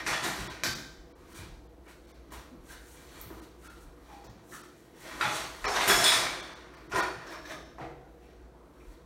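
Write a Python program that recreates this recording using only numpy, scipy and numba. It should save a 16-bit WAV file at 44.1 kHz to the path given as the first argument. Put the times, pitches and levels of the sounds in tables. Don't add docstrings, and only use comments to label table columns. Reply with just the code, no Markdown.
import sys
import numpy as np
from scipy import signal
from scipy.fft import rfft, irfft
from scipy.io import wavfile
from scipy.ndimage import uniform_filter1d
from numba import njit

SR = 44100
rng = np.random.default_rng(int(sys.argv[2]) if len(sys.argv) > 2 else 0)


def field_ratio(decibels):
    return 10 ** (np.asarray(decibels, dtype=float) / 20)


def int16_out(signal):
    q = np.round(np.clip(np.atleast_2d(signal).T, -1, 1) * 32767)
    wavfile.write(sys.argv[1], SR, q.astype(np.int16))


N = 399457
TIME = np.arange(N) / SR


def unit(x):
    return x / np.sqrt(np.mean(x ** 2))


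def band(x, lo_hz, hi_hz, order=3):
    edges_hz = [lo_hz, min(hi_hz, 0.45 * SR)]
    return signal.sosfilt(signal.butter(order, edges_hz, "bandpass", fs=SR, output="sos"), x)


@njit
def svf(x, hz, width):
    y, b, l = np.empty(len(x)), 0., 0.
    for i in range(len(x)):
        g, k = np.tan(np.pi * hz[i] / SR), width / hz[i]
        v = (b + g * (x[i] - l)) / (1 + g * (g + k))
        b, l, y[i] = 2 * v - b, l + 2 * g * v, k * v
    return y


def resonance(x, hz, width_hz):
    return svf(x, np.full(len(x), 1. * hz), 1. * width_hz)


def walk(rate_hz):
    hold = int(SR / rate_hz)
    steps = np.repeat(rng.standard_normal(N // hold + 1), hold)
    slewed = uniform_filter1d(uniform_filter1d(steps, hold), hold)
    return np.clip(1.7 * slewed[:N], -2, 2)


def body(x, peaks, patchy_db=0):
    out = np.zeros(N)
    for k, (hz, width_hz, db) in enumerate(peaks):
        level_db = db + patchy_db * walk(14) if patchy_db else db
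        out += (-1) ** k * field_ratio(level_db) * resonance(x, hz, width_hz)
    return out


def crunch(rate_hz, spread_db):
    clicks = (rng.random(N) < rate_hz / SR) * rng.standard_normal(N)
    return unit(clicks * field_ratio(spread_db * np.clip(rng.exponential(size=N), 0, 3)))


def effort(rows, rest_db):
    t = TIME[::64]
    power = field_ratio(2 * rest_db)
    for s, db, rise_s, fall_s in rows:
        slope_s = np.where(t < s, max(rise_s, 0.005), max(fall_s, 0.005))
        power = power + field_ratio(2 * (db - 20 * np.abs(t - s) / slope_s))
    return np.interp(TIME, t, 10 * np.log10(power))


def swells(table, sharpness, least_hz=1):
    out = np.zeros(N + SR)
    t = TIME[:SR // 2]
    for s, db, hz, length_s in table:
        shape = (1 - np.exp(-t / 0.0029)) * np.exp(-(t / max(length_s, 0.01)) ** 2)
        width_hz = max(hz / sharpness, least_hz)
        friction = rng.standard_normal(len(t)) * shape
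        tone = resonance(resonance(friction, hz, width_hz), hz, width_hz)
        start = int(s * SR)
        out[start:start + len(t)] += field_ratio(db) * tone / np.abs(tone).max()
    return out[:N]


def rubbing():
    # t/s of most pressure, pressure/dB, rise/s, fall/s, wetness/dB
    sawing = [(0.0, -31, .05, 0.11, -15), (0.075, -31, .025, 0.26, -0.5), (0.12, -29.5, 0.1, 0.17, -20),
              (.19, -39.5, .2, 0.18, -11.5), (.25, -31.5, 0.033, 0.26, -2), (.41, -34.5, 0.27, 0.29, -9),
              (.52, -43.5, .1, 0.058, -11.5), (.655, -28, 0.011, 0.07, -6), (.73, -62.5, .05, 0.26, -7),
              (1.375, -43, 0.096, 0.18, -1), (1.87, -47.5, 0.028, 0.11, -34.5),
              (1.9, -53.5, 0.068, 0.18, -2.5), (1.2, -58, 0.18, 0.45, -9), (2.1, -57, 0.13, 0.2, -4.5),
              (2.338, -41, 0.045, 0.16, -9), (2.72, -45.5, 0.086, 0.13, 1), (3.83, -65.5, 0.12, 0.1, 6.5),
              (2.92, -59, 0.28, 0.99, 5.5), (3.22, -47, 0.34, 0.16, -4.5), (3.44, -54.5, 0.26, 0.12, 0),
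              (3.66, -49, 0.096, 0.27, -2), (4.13, -52, 0.25, 0.59, -8.5), (4.55, -47.5, 0.087, 0.19, 4),
              (5.15, -42.5, .12, .06, -15.5), (4.78, -62, .12, 0.41, 2), (5.01, -59.5, 0.064, 0.37, 6.5),
              (5.08, -41.5, 0.13, 0.99, -10.5)]
    tearing = [(5.199, -59.5, .4, 0.065, -23.5), (5.219, -28, .04, 0.35, -12.5),
               (5.3, -34, 0.24, 0.18, -11.5), (5.36, -37, 0.12, 0.22, 7), (5.651, -24, 0.007, 0.11, -33),
               (5.7, -39.5, .06, .2, -19.5), (5.77, -21.5, 0.092, 0.05, -15),
               (5.83, -24.5, 0.065, 0.31, -16.5), (5.9, -21, 0.055, .22, -4),
               (6.059, -21.5, 0.3, 0.23, -1.5), (6.16, -23.5, .3, 0.23, -4.5), (6.27, -36.5, .3, 0.32, -24),
               (6.45, -45.5, 0.22, 0.76, -20), (6.75, -48.5, 0.016, 0.083, -16.5),
               (6.94, -32, 0.049, 0.16, -31.5), (6.99, -37.5, 0.069, 0.059, 3.5),
               (7.015, -28, 0.074, 0.085, -35), (7.22, -46, 0.16, 0.72, -27.5),
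               (7.33, -39.5, 0.096, 0.13, -13), (7.52, -40, .1, 0.13, -9), (7.81, -40, 0.038, 0.13, -61),
               (8.23, -61.5, 0.064, 0.68, -8), (8.931, -60, 0.29, 0.11, -2)]
    # t/s of most weight, weight/dB, fall/s
    grinding = [(.07, -37, 0.15), (.25, -33, 0.13), (.4, -39.5, 0.28), (0.658, -33.5, 0.069),
                (1.01, -58, .15), (1.36, -49.5, 0.34), (2.34, -47, 0.18), (2.55, -45, 0.087),
                (3.23, -49, 0.46), (3.33, -46, 0.11), (3.66, -54, .3), (4.16, -55, 0.39), (4.538, -44, .15),
                (5.22, -42, 0.54), (5.67, -37, 0.093), (5.78, -36, 0.14), (5.899, -28.5, 0.14),
                (6.19, -37.5, 0.34), (6.89, -45, 0.39), (6.989, -27.5, .04), (7.55, -42.5, .2),
                (7.84, -58, .15)]
    # t/s, f/Hz
    cut = [(0, 1700), (.3, 1308), (.62, 1550), (1.9, 1470), (2.34, 970), (2.7, 1480), (3.25, 1200),
           (3.66, 1462), (4.16, 827), (4.54, 1450), (5.04, 1650), (5.35, 1100), (5.7, 960), (5.85, 1350),
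           (6.16, 1585), (6.94, 1210), (7.5, 1000), (7.8, 738)]
    # f/Hz, width/Hz, level/dB
    counter_modes = [(650, 39, -2.5), (801, 17, 1), (1020, 49, -9), (1340, 23, 10), (1480, 37, -5.5),
                     (1752, 30, 3), (1830, 43, 3), (2168, 30, -8.5), (2420, 130, -2), (3516, 150, -6),
                     (3750, 65, -16.5), (4496, 67, -7.5), (5400, 160, -9), (6050, 100, -17.5)]
    # f/Hz, width/Hz, level/dB
    fruit_modes = [(146, 94, 4), (330, 57, 13.5), (400, 57, -3), (413, 31, -6), (650, 1100, -22)]
    rest_rind_db, rest_grind_db, rest_wet_db = -67, -59, -10
    edge_offset_db, edge_per_wet = -2.5, 0.38
    slack_hz, slack_db, loaded_db = 790, -65.5, -61.5

    rind_rows, edge_rows, juice_rows = [], [], []
    for s, db, rise_s, fall_s, wet_db in sawing + tearing:
        rind_rows.append((s, db, rise_s, fall_s))
        edge_rows.append((s, db + edge_offset_db + edge_per_wet * wet_db, rise_s, fall_s))
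        juice_rows.append((s, db + wet_db, rise_s, 0.42 * fall_s))
    rind_db = effort(rind_rows, rest_rind_db)
    edge_db = effort(edge_rows, rest_rind_db + edge_offset_db + edge_per_wet * rest_wet_db)
    juice_db = effort(juice_rows, rest_rind_db + rest_wet_db)
    counter_db = effort([(s, db, 0.64 * fall_s, fall_s) for s, db, fall_s in grinding], rest_grind_db)

    load = np.clip((rind_db - slack_db) / (loaded_db - slack_db), 0, 1)
    cut_hz = slack_hz + load * (np.interp(TIME, *np.transpose(cut)) - slack_hz)
    flutter = field_ratio(1.2 * walk(25))
    grit = crunch(9000, 0.65) * flutter
    scrape = crunch(9000, 1.4) * flutter

    rind = unit(band(grit, 540, 1980, order=2))
    rind = rind + 0.45 * unit(body(grit, counter_modes[:8], patchy_db=5))
    rind = rind + 0.32 * unit(svf(grit, np.clip(cut_hz, 300, 4000), 370.0))

    edge = unit(band(band(scrape, 2200, 6600), 2100, 4300, order=1))
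    edge = edge + 0.55 * unit(body(scrape, counter_modes[8:], patchy_db=5))

    spray = crunch(9900, 1.6) * field_ratio(1.2 * walk(11))
    fine = field_ratio(np.clip(-4.0 - 0.18 * (juice_db + 64.0), -16, -1.5))
    juice = band(spray, 5800, 10060) + fine * band(spray, 11000, 17000)

    counter = band(body(grit, fruit_modes), 99, 700)
    out = field_ratio(rind_db) * unit(rind) + field_ratio(edge_db) * unit(edge)
    return out + field_ratio(juice_db) * unit(juice) + field_ratio(counter_db) * unit(counter)


def rings():
    # t/s, peak/dB, f/Hz, length/s
    modes = [(0, -37, 1850, .05), (.066, -36, 1890, .04), (.066, -45, 4360, .02), (0.092, -42, 963, 0.047),
             (.13, -31.5, 1832, 0.052), (.13, -38, 3380, .04), (0.235, -38, 3750, .03),
             (0.237, -36, 1730, .05), (7.787, -44, 685, 0.078), (7.82, -45, 474, 0.058),
             (0.637, -32, 1553, 0.092), (0.644, -42, 3060, 0.054), (4.09, -50, 820, .13),
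             (5.211, -27.5, 1340, 0.051), (5.207, -34, 2410, 0.051), (5.23, -35.5, 3470, .08),
             (5.22, -35, 842, 0.11), (5.65, -33, 1070, 0.11), (5.662, -41.5, 1830, 0.11),
             (5.745, -36, 3700, 0.06), (5.694, -38.5, 5230, 0.085), (5.741, -37.5, 6050, 0.07),
             (5.7, -44, 6750, .15), (5.809, -31, 3620, 0.057), (5.807, -31, 2070, 0.052),
             (5.805, -34, 4590, 0.034), (5.887, -29, 3400, 0.06), (5.888, -23, 1666, .08),
             (5.885, -28.5, 2420, .06), (5.887, -27.5, 5380, .08), (5.882, -27, 6880, 0.077),
             (6.002, -31, 5270, 0.048), (6.058, -28.5, 2400, .03), (6.11, -25, 1810, 0.047),
             (6.122, -35, 1070, .12), (6.24, -34.5, 2260, 0.1), (6.35, -45, 3530, 0.15),
             (6.92, -29, 1435, 0.092), (6.961, -40, 1020, 0.085), (6.967, -32, 1830, 0.07),
             (6.97, -35, 805, .08), (6.99, -41, 2400, 0.092), (7.198, -52, 1780, 0.16),
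             (7.44, -45, 1720, 0.038), (7.496, -42, 1685, .05), (7.512, -45, 1237, 0.084),
             (6.05, -27, 3400, .05), (6.042, -36, 3740, .08), (5.7, -47, 7660, .1), (5.7, -45.5, 9390, .06)]
    split_hz = 2800
    low = swells([row for row in modes if row[2] < split_hz], sharpness=12.0)
    return low + swells([row for row in modes if row[2] >= split_hz], sharpness=24.0)


def fridge():
    # f/Hz, density/dB per Hz
    spectrum = [(25, -17.5), (40, 8), (60, 6), (85, -7), (125, -10.5), (220, -13), (400, -21.5),
                (600, -12.5), (1000, -14.5), (2000, -26.5), (3000, -52.5), (8000, -40), (12000, -40.5),
                (16000, -45.5)]
    # f/Hz, level/dB
    mains = [(59.2, -59)]
    # f/Hz, width/Hz, level/dB
    cabinet = [(152, 24, -65.5), (300, 55, -62.5), (356.5, 16, -63.5), (478, 35, -63.5), (670, 36, -71.5)]
    # t/s, depth/dB, length/s
    lull_s, lull_db, lull_length_s = (4.7, -13, 0.35)
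    noise, swell_db = np.zeros(N), 0.22 * walk(0.24)
    hz_at, db_at = np.transpose(spectrum)
    for hz in 28 * 2 ** np.arange(0, 9.3, 1 / 3):
        density_db = np.interp(np.log(hz), np.log(hz_at), db_at)
        db = density_db + 10 * np.log10(hz) + swell_db + 3.7 * walk(8.2)
        noise += field_ratio(db) * unit(band(rng.standard_normal(N), hz / 1.104, hz * 1.154, order=2))
    floor = field_ratio(-58.5) * unit(noise)
    for hz, db in mains:
        floor += field_ratio(db + 3.5 + 1.4 * walk(4.8)) * np.sin(2 * np.pi * hz * TIME)
    panels = np.zeros(N)
    for hz, width_hz, db in cabinet:
        lo_hz, hi_hz = hz - width_hz / 2, hz + width_hz / 2
        panels += field_ratio(db) * unit(band(rng.standard_normal(N), lo_hz, hi_hz, order=1))
    ease = 1 - field_ratio(lull_db * np.exp(-((TIME - lull_s) / lull_length_s) ** 2))
    rumble = signal.sosfiltfilt(signal.butter(2, 100, fs=SR, output="sos"), floor)
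    return floor - ease * rumble + panels


def knocks():
    # t/s, peak/dB, spot f/Hz, crack/dB, snap/dB
    blows = [(0.065, -18, 2080, -3, -29), (0.13, -20, 2080, -13, -33), (0.238, -20, 1950, 0, -18),
             (0.6356, -19.5, 1670, 3.5, -11), (1.866, -52, 1900, -10, -20), (2.321, -39, 800, -16, -6.5),
             (3.303, -39, 800, -18, -32), (4.243, -46.5, 510, 2, -9), (5.211, -18.5, 1604, -31, -33.5),
             (5.643, -20, 1280, -9, -36), (5.67, -23.5, 785, 4.5, -31), (5.809, -17, 1950, -22, -35.5),
             (5.878, -15, 2000, -7, -6), (5.898, -11, 1636, -6, -21.5), (6.037, -19, 1800, -12, -12.5),
             (6.064, -12, 2450, -14, -14), (6.119, -13, 1790, -3, -28), (6.738, -42, 1145, -12, -19),
             (6.919, -27, 1400, -8, -26), (6.959, -18.5, 1080, -28, -25), (7.27, -46, 630, 10.5, -13),
             (7.455, -40, 1790, -2, -18), (7.499, -34, 1624, -3, -27), (7.784, -34, 800, -14, -32)]
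    contact_s, crack_s = 0.00093, 0.00045
    spot, crack, snap = np.zeros((3, N + SR))
    t = TIME[:SR // 8]
    for s, db, hz, crack_db, snap_db in blows:
        at = slice(int(s * SR), int(s * SR) + len(t))
        blow = rng.standard_normal(len(t)) * np.exp(-t / contact_s)
        blow[0] = 5.8
        own = band(blow * np.exp(-t / contact_s), 0.5 * hz, 1.5 * hz, order=2)
        spot[at] += field_ratio(db) * own / np.abs(own).max()
        crack[at] += field_ratio(db + crack_db) * blow * np.exp(-t / crack_s)
        snap[at] += field_ratio(db + snap_db) * blow
    cracks = field_ratio(-4.5) * band(crack[:N], 2300, 6000)
    return spot[:N] + cracks + field_ratio(-0.5) * band(snap[:N], 6000, 23000)


def feet():
    # t/s, peak/dB, floor f/Hz
    footfalls = [(0.067, -52, 40), (0.382, -44, 48), (0.665, -53, 40.7), (0.97, -52, 39.3),
                 (1.487, -48, 39.6), (2.345, -51, 55), (2.581, -57, 35.0), (3.177, -52, 44),
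                 (3.837, -50.5, 34.8), (4.249, -58, 50), (4.518, -66, 43.1), (5.611, -42, 41.3),
                 (5.918, -44, 41.7), (6.919, -50, 48), (7.851, -57, 32.2), (8.859, -45, 43)]
    out = np.zeros(N)
    for s, db, hz in footfalls:
        t = np.clip(TIME - s, 0, None)
        out += field_ratio(db) * t / 0.015 * np.exp(1 - t / 0.024) * np.sin(2 * np.pi * hz * t)
    return out


def creaks():
    # t/s, peak/dB, f/Hz, length/s
    squeaks = [(.64, -35, 300, 0.026), (2.5, -45, 243, 0.079), (2.69, -45.5, 1600, 0.12),
               (3.3, -38.5, 330, 0.012), (3.63, -47, 1400, 0.13), (4.08, -48, 786, 0.16),
               (4.515, -45, 1730, .06), (4.52, -42, 1300, 0.083), (5.21, -47, 850, 0.11),
               (5.65, -36.5, 400, 0.023), (5.66, -29, 790, 0.34), (5.88, -25, 365, 0.033),
               (5.88, -29.5, 672, 0.28), (6.93, -29.5, 385, 0.031), (6.94, -30, 1050, 0.1),
               (6.94, -29.5, 1550, 0.096), (7.27, -42.5, 600, 0.12), (7.27, -45, 334, 0.1),
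               (3.31, -54, 980, 0.096), (7.27, -43.5, 1620, 0.12), (7.47, -43, 624, 0.11),
               (7.5, -47, 1557, 0.078), (7.785, -42, 330, 0.061), (7.785, -40, 760, 0.087),
               (8.8, -56, 2370, 0.019), (8.22, -60.5, 2630, 0.048), (7.45, -48, 3900, 0.026),
               (7.505, -43, 3580, .04), (3.31, -52, 1300, .08), (.64, -34, 3630, 0.055),
               (.07, -34, 860, 0.07), (.245, -34, 810, 0.064), (.64, -35.5, 643, 0.025),
               (1.87, -52, 2120, 0.02)]
    return swells(squeaks, sharpness=4.7)


def blade():
    # t/s, level/dB, length/s
    chatter = [
        (0.084, -47, 0.096),
        (0.231, -33.5, 0.023),
        (5.881, -29, 0.091),
        (6.038, -20.5, 0.072),
        (6.122, -32, 0.033),
        (6.947, -41, 0.079),
    ]
    # f/Hz, width/Hz, level/dB
    steel_modes = [(3320, 120, -10), (3515, 60, -6), (3736, 60, -13), (3898, 63, -9), (4390, 62, -12),
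                   (5170, 180, -9), (7080, 87, -11), (8040, 80, -20.5), (8400, 200, -15.5),
                   (8920, 380, -11.5), (9620, 220, -14)]
    drive = np.zeros(N)
    for s, db, length_s in chatter:
        drive += field_ratio(db) * (TIME > s) * np.exp(-((TIME - s) / length_s) ** 2)
    return field_ratio(17.0) * body(drive * crunch(1900, 1.7), steel_modes)


def thuds():
    # t/s, peak/dB, f/Hz
    rocks = [(0.104, -41, 170), (0.249, -43, 168), (0.406, -37.5, 139), (0.671, -35, 139), (1.383, -41, 86),
             (1.419, -51, 110), (2.356, -48, 75.4), (3.234, -46, 94.2), (4.285, -43.5, 137),
             (4.42, -59, 143), (5.238, -37.5, 134.7), (5.667, -48, 75), (5.86, -44, 102),
             (5.969, -35.5, 148.5), (6.149, -39, 130.5), (6.929, -40.5, 88), (7.156, -46, 113),
             (7.81, -40, 138)]
    return swells([(s, db, hz, 0.044) for s, db, hz in rocks], sharpness=1.3)


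def slaps():
    # t/s, peak/dB, f/Hz, decay/s
    hits = [(.6356, -21, 2410, 0.0023), (0.6356, -30, 1800, .003), (.6356, -26, 3150, .002),
            (.6356, -28, 4000, .002), (.6356, -30, 650, .004), (5.21, -20.5, 1410, 0.0074),
            (5.212, -27.5, 3780, 0.0057), (5.212, -32.5, 4670, 0.0043), (5.645, -30, 1320, 0.0071),
            (5.809, -25.5, 2110, 0.0034), (2.321, -52, 1100, .006)]
    out = np.zeros(N)
    for s, db, hz, decay_s in hits:
        t = np.clip(TIME - s, 0, None)
        out += field_ratio(db) * np.exp(-t / max(decay_s, 0.001)) * np.sin(2 * np.pi * hz * t)
    return out


def tick():
    click = np.zeros(N)
    click[int(3.2138 * SR)] = field_ratio(-12)
    return band(click, 11500, 17500) + 0.1 * click


def tones():
    # t/s, peak/dB, f/Hz, length/s
    thin_modes = [(5.215, -31, 834, .05), (5.29, -38, 834, .07), (5.21, -33, 1330, .05),
                  (5.25, -38, 1300, .08), (5.22, -37, 2440, .07), (5.23, -42, 1900, .08),
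                  (6.93, -29, 1023, .1), (6.915, -32, 1448, .07), (6.96, -36, 1900, .05),
                  (7.0, -38, 1814, .05), (6.94, -34, 382, .07), (7.275, -45, 334, .06),
                  (7.45, -47, 334, .1), (7.3, -48, 635, .05), (7.49, -48, 635, .08), (7.29, -47, 947, .07),
                  (7.5, -52, 1238, .07), (7.27, -52, 1700, .1), (7.49, -50, 1669, .07),
                  (7.29, -58, 5432, .3), (7.825, -45, 334, .04), (5.885, -23, 3380, .1),
                  (6.035, -22, 3515, .11), (6.08, -31, 3736, .08), (6.035, -29, 3898, .12),
                  (5.89, -31, 5380, .09), (6.05, -32, 5335, .07), (6.09, -34, 5060, .07),
                  (5.8, -36, 3900, .05), (.645, -40, 4600, .06), (6.06, -26, 3380, .04),
                  (5.65, -38, 5430, .06)]
    return swells(thin_modes, sharpness=100.0, least_hz=32.0)


def shivers():
    # t/s, peak/dB, f/Hz, length/s
    quivers = [
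        (6.96, -45.5, 4430, 0.11),
        (6.97, -55, 5150, 0.093),
        (7.265, -54, 5400, 0.087),
        (7.3, -57, 5330, .07),
        (7.43, -57, 5400, 0.12),
        (7.45, -56, 6110, 0.11),
        (7.58, -61, 5330, 0.093),
    ]
    return swells(quivers, sharpness=32.0)


def kitchen(x, wet_db, echo):
    # f/Hz, t60/s
    decays = [(120, 0.67), (400, 1), (1200, 0.45), (3500, 0.74), (8000, 0.52), (14000, 0.41)]
    t = TIME[:SR]
    tail = np.zeros(SR)
    for hz, t60_s in decays:
        tail += band(echo, hz / 2, hz * 2, order=1) * field_ratio(-60 * t / t60_s)
    tail *= 1 - np.exp(-(t / 0.0011) ** 2)
    tail /= np.sqrt(np.sum(tail ** 2))
    return x + field_ratio(wet_db) * signal.fftconvolve(x, tail)[:N]


def scene():
    echo = rng.standard_normal(SR)
    soft = rings() + creaks() + blade() + thuds() + tick() + shivers()
    mono = field_ratio(-7.0) * kitchen(rubbing(), -2.96, echo) + fridge()
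    mono += field_ratio(-1.0) * kitchen(knocks(), 10.53, echo) + feet()
    mono += field_ratio(-0.5) * kitchen(soft, -0.43, echo)
    mono += kitchen(slaps(), -4.5, echo) + kitchen(tones(), -9.5, echo)
    return np.array([mono, mono])


def starve(x):
    # t/s, depth/dB, length/s
    gaps = [(0.488, -18, 0.023), (1.34, -15, 0.01), (1.682, -18, 0.015), (1.874, -14, 0.009),
            (2.066, -10, 0.009), (2.131, -18, 0.022), (2.3, -14, 0.009), (3.689, -18, 0.019),
            (4.285, -18, 0.02), (4.627, -17, 0.013), (5.67, -30, 0.017), (6.419, -15, 0.013),
            (6.547, -16, 0.015), (6.761, -13, 0.016), (6.887, -15, 0.022), (7.017, -16, 0.016),
            (7.645, -6, 0.008),
            (.745, -14, .013),
        (1.14, -40, .026),
        (3.41, -15, .015),
    ]
    bass = signal.sosfiltfilt(signal.butter(4, 1200, fs=SR, output="sos"), x)
    treble, lines, size = x - bass, np.zeros(N), 1024
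    index = np.arange(size // 2 + 1)
    dip_db = np.zeros(N)
    for s, db, length_s in gaps:
        at = slice(int(s * SR) - size // 2, int(s * SR) + size // 2)
        bins = rfft(treble[at] * np.hanning(size))
        strongest = np.abs(bins[:-1]).reshape(-1, 16).max(axis=1)
        tops = np.abs(bins) >= 0.8 * np.repeat(strongest, 16)[index - 1]
        lines[at] += irfft(bins * tops * (index < 144))
        dip_db += db * np.exp(-((TIME - s) / (0.43 * length_s)) ** 4)
    dip = field_ratio(dip_db)
    return bass + dip * treble + 1.9 * (1 - dip) * lines


def roll_off(x):
    return signal.sosfilt(signal.butter(12, 16670, fs=SR, output="sos"), x)


def record(dry):
    mono = dry[0] - 0.32 * resonance(dry[0], 10600, 690) - 0.27 * resonance(dry[0], 2850, 420)
    mono = signal.sosfilt(signal.butter(2, 30, "highpass", fs=SR, output="sos"), mono)
    mono = signal.sosfilt(signal.ellip(10, 0.2, 60, 15800, fs=SR, output="sos"), starve(mono))
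    below = signal.sosfiltfilt(signal.butter(8, 15200, fs=SR, output="sos"), mono)
    busy = np.clip(uniform_filter1d(np.abs(mono), size=4096) / field_ratio(-38), 0, 1) ** 3
    mono = mono - np.sqrt(busy) * (mono - below)
    return roll_off(np.array([mono, mono]))


dry = scene()
out = record(dry)
int16_out(out)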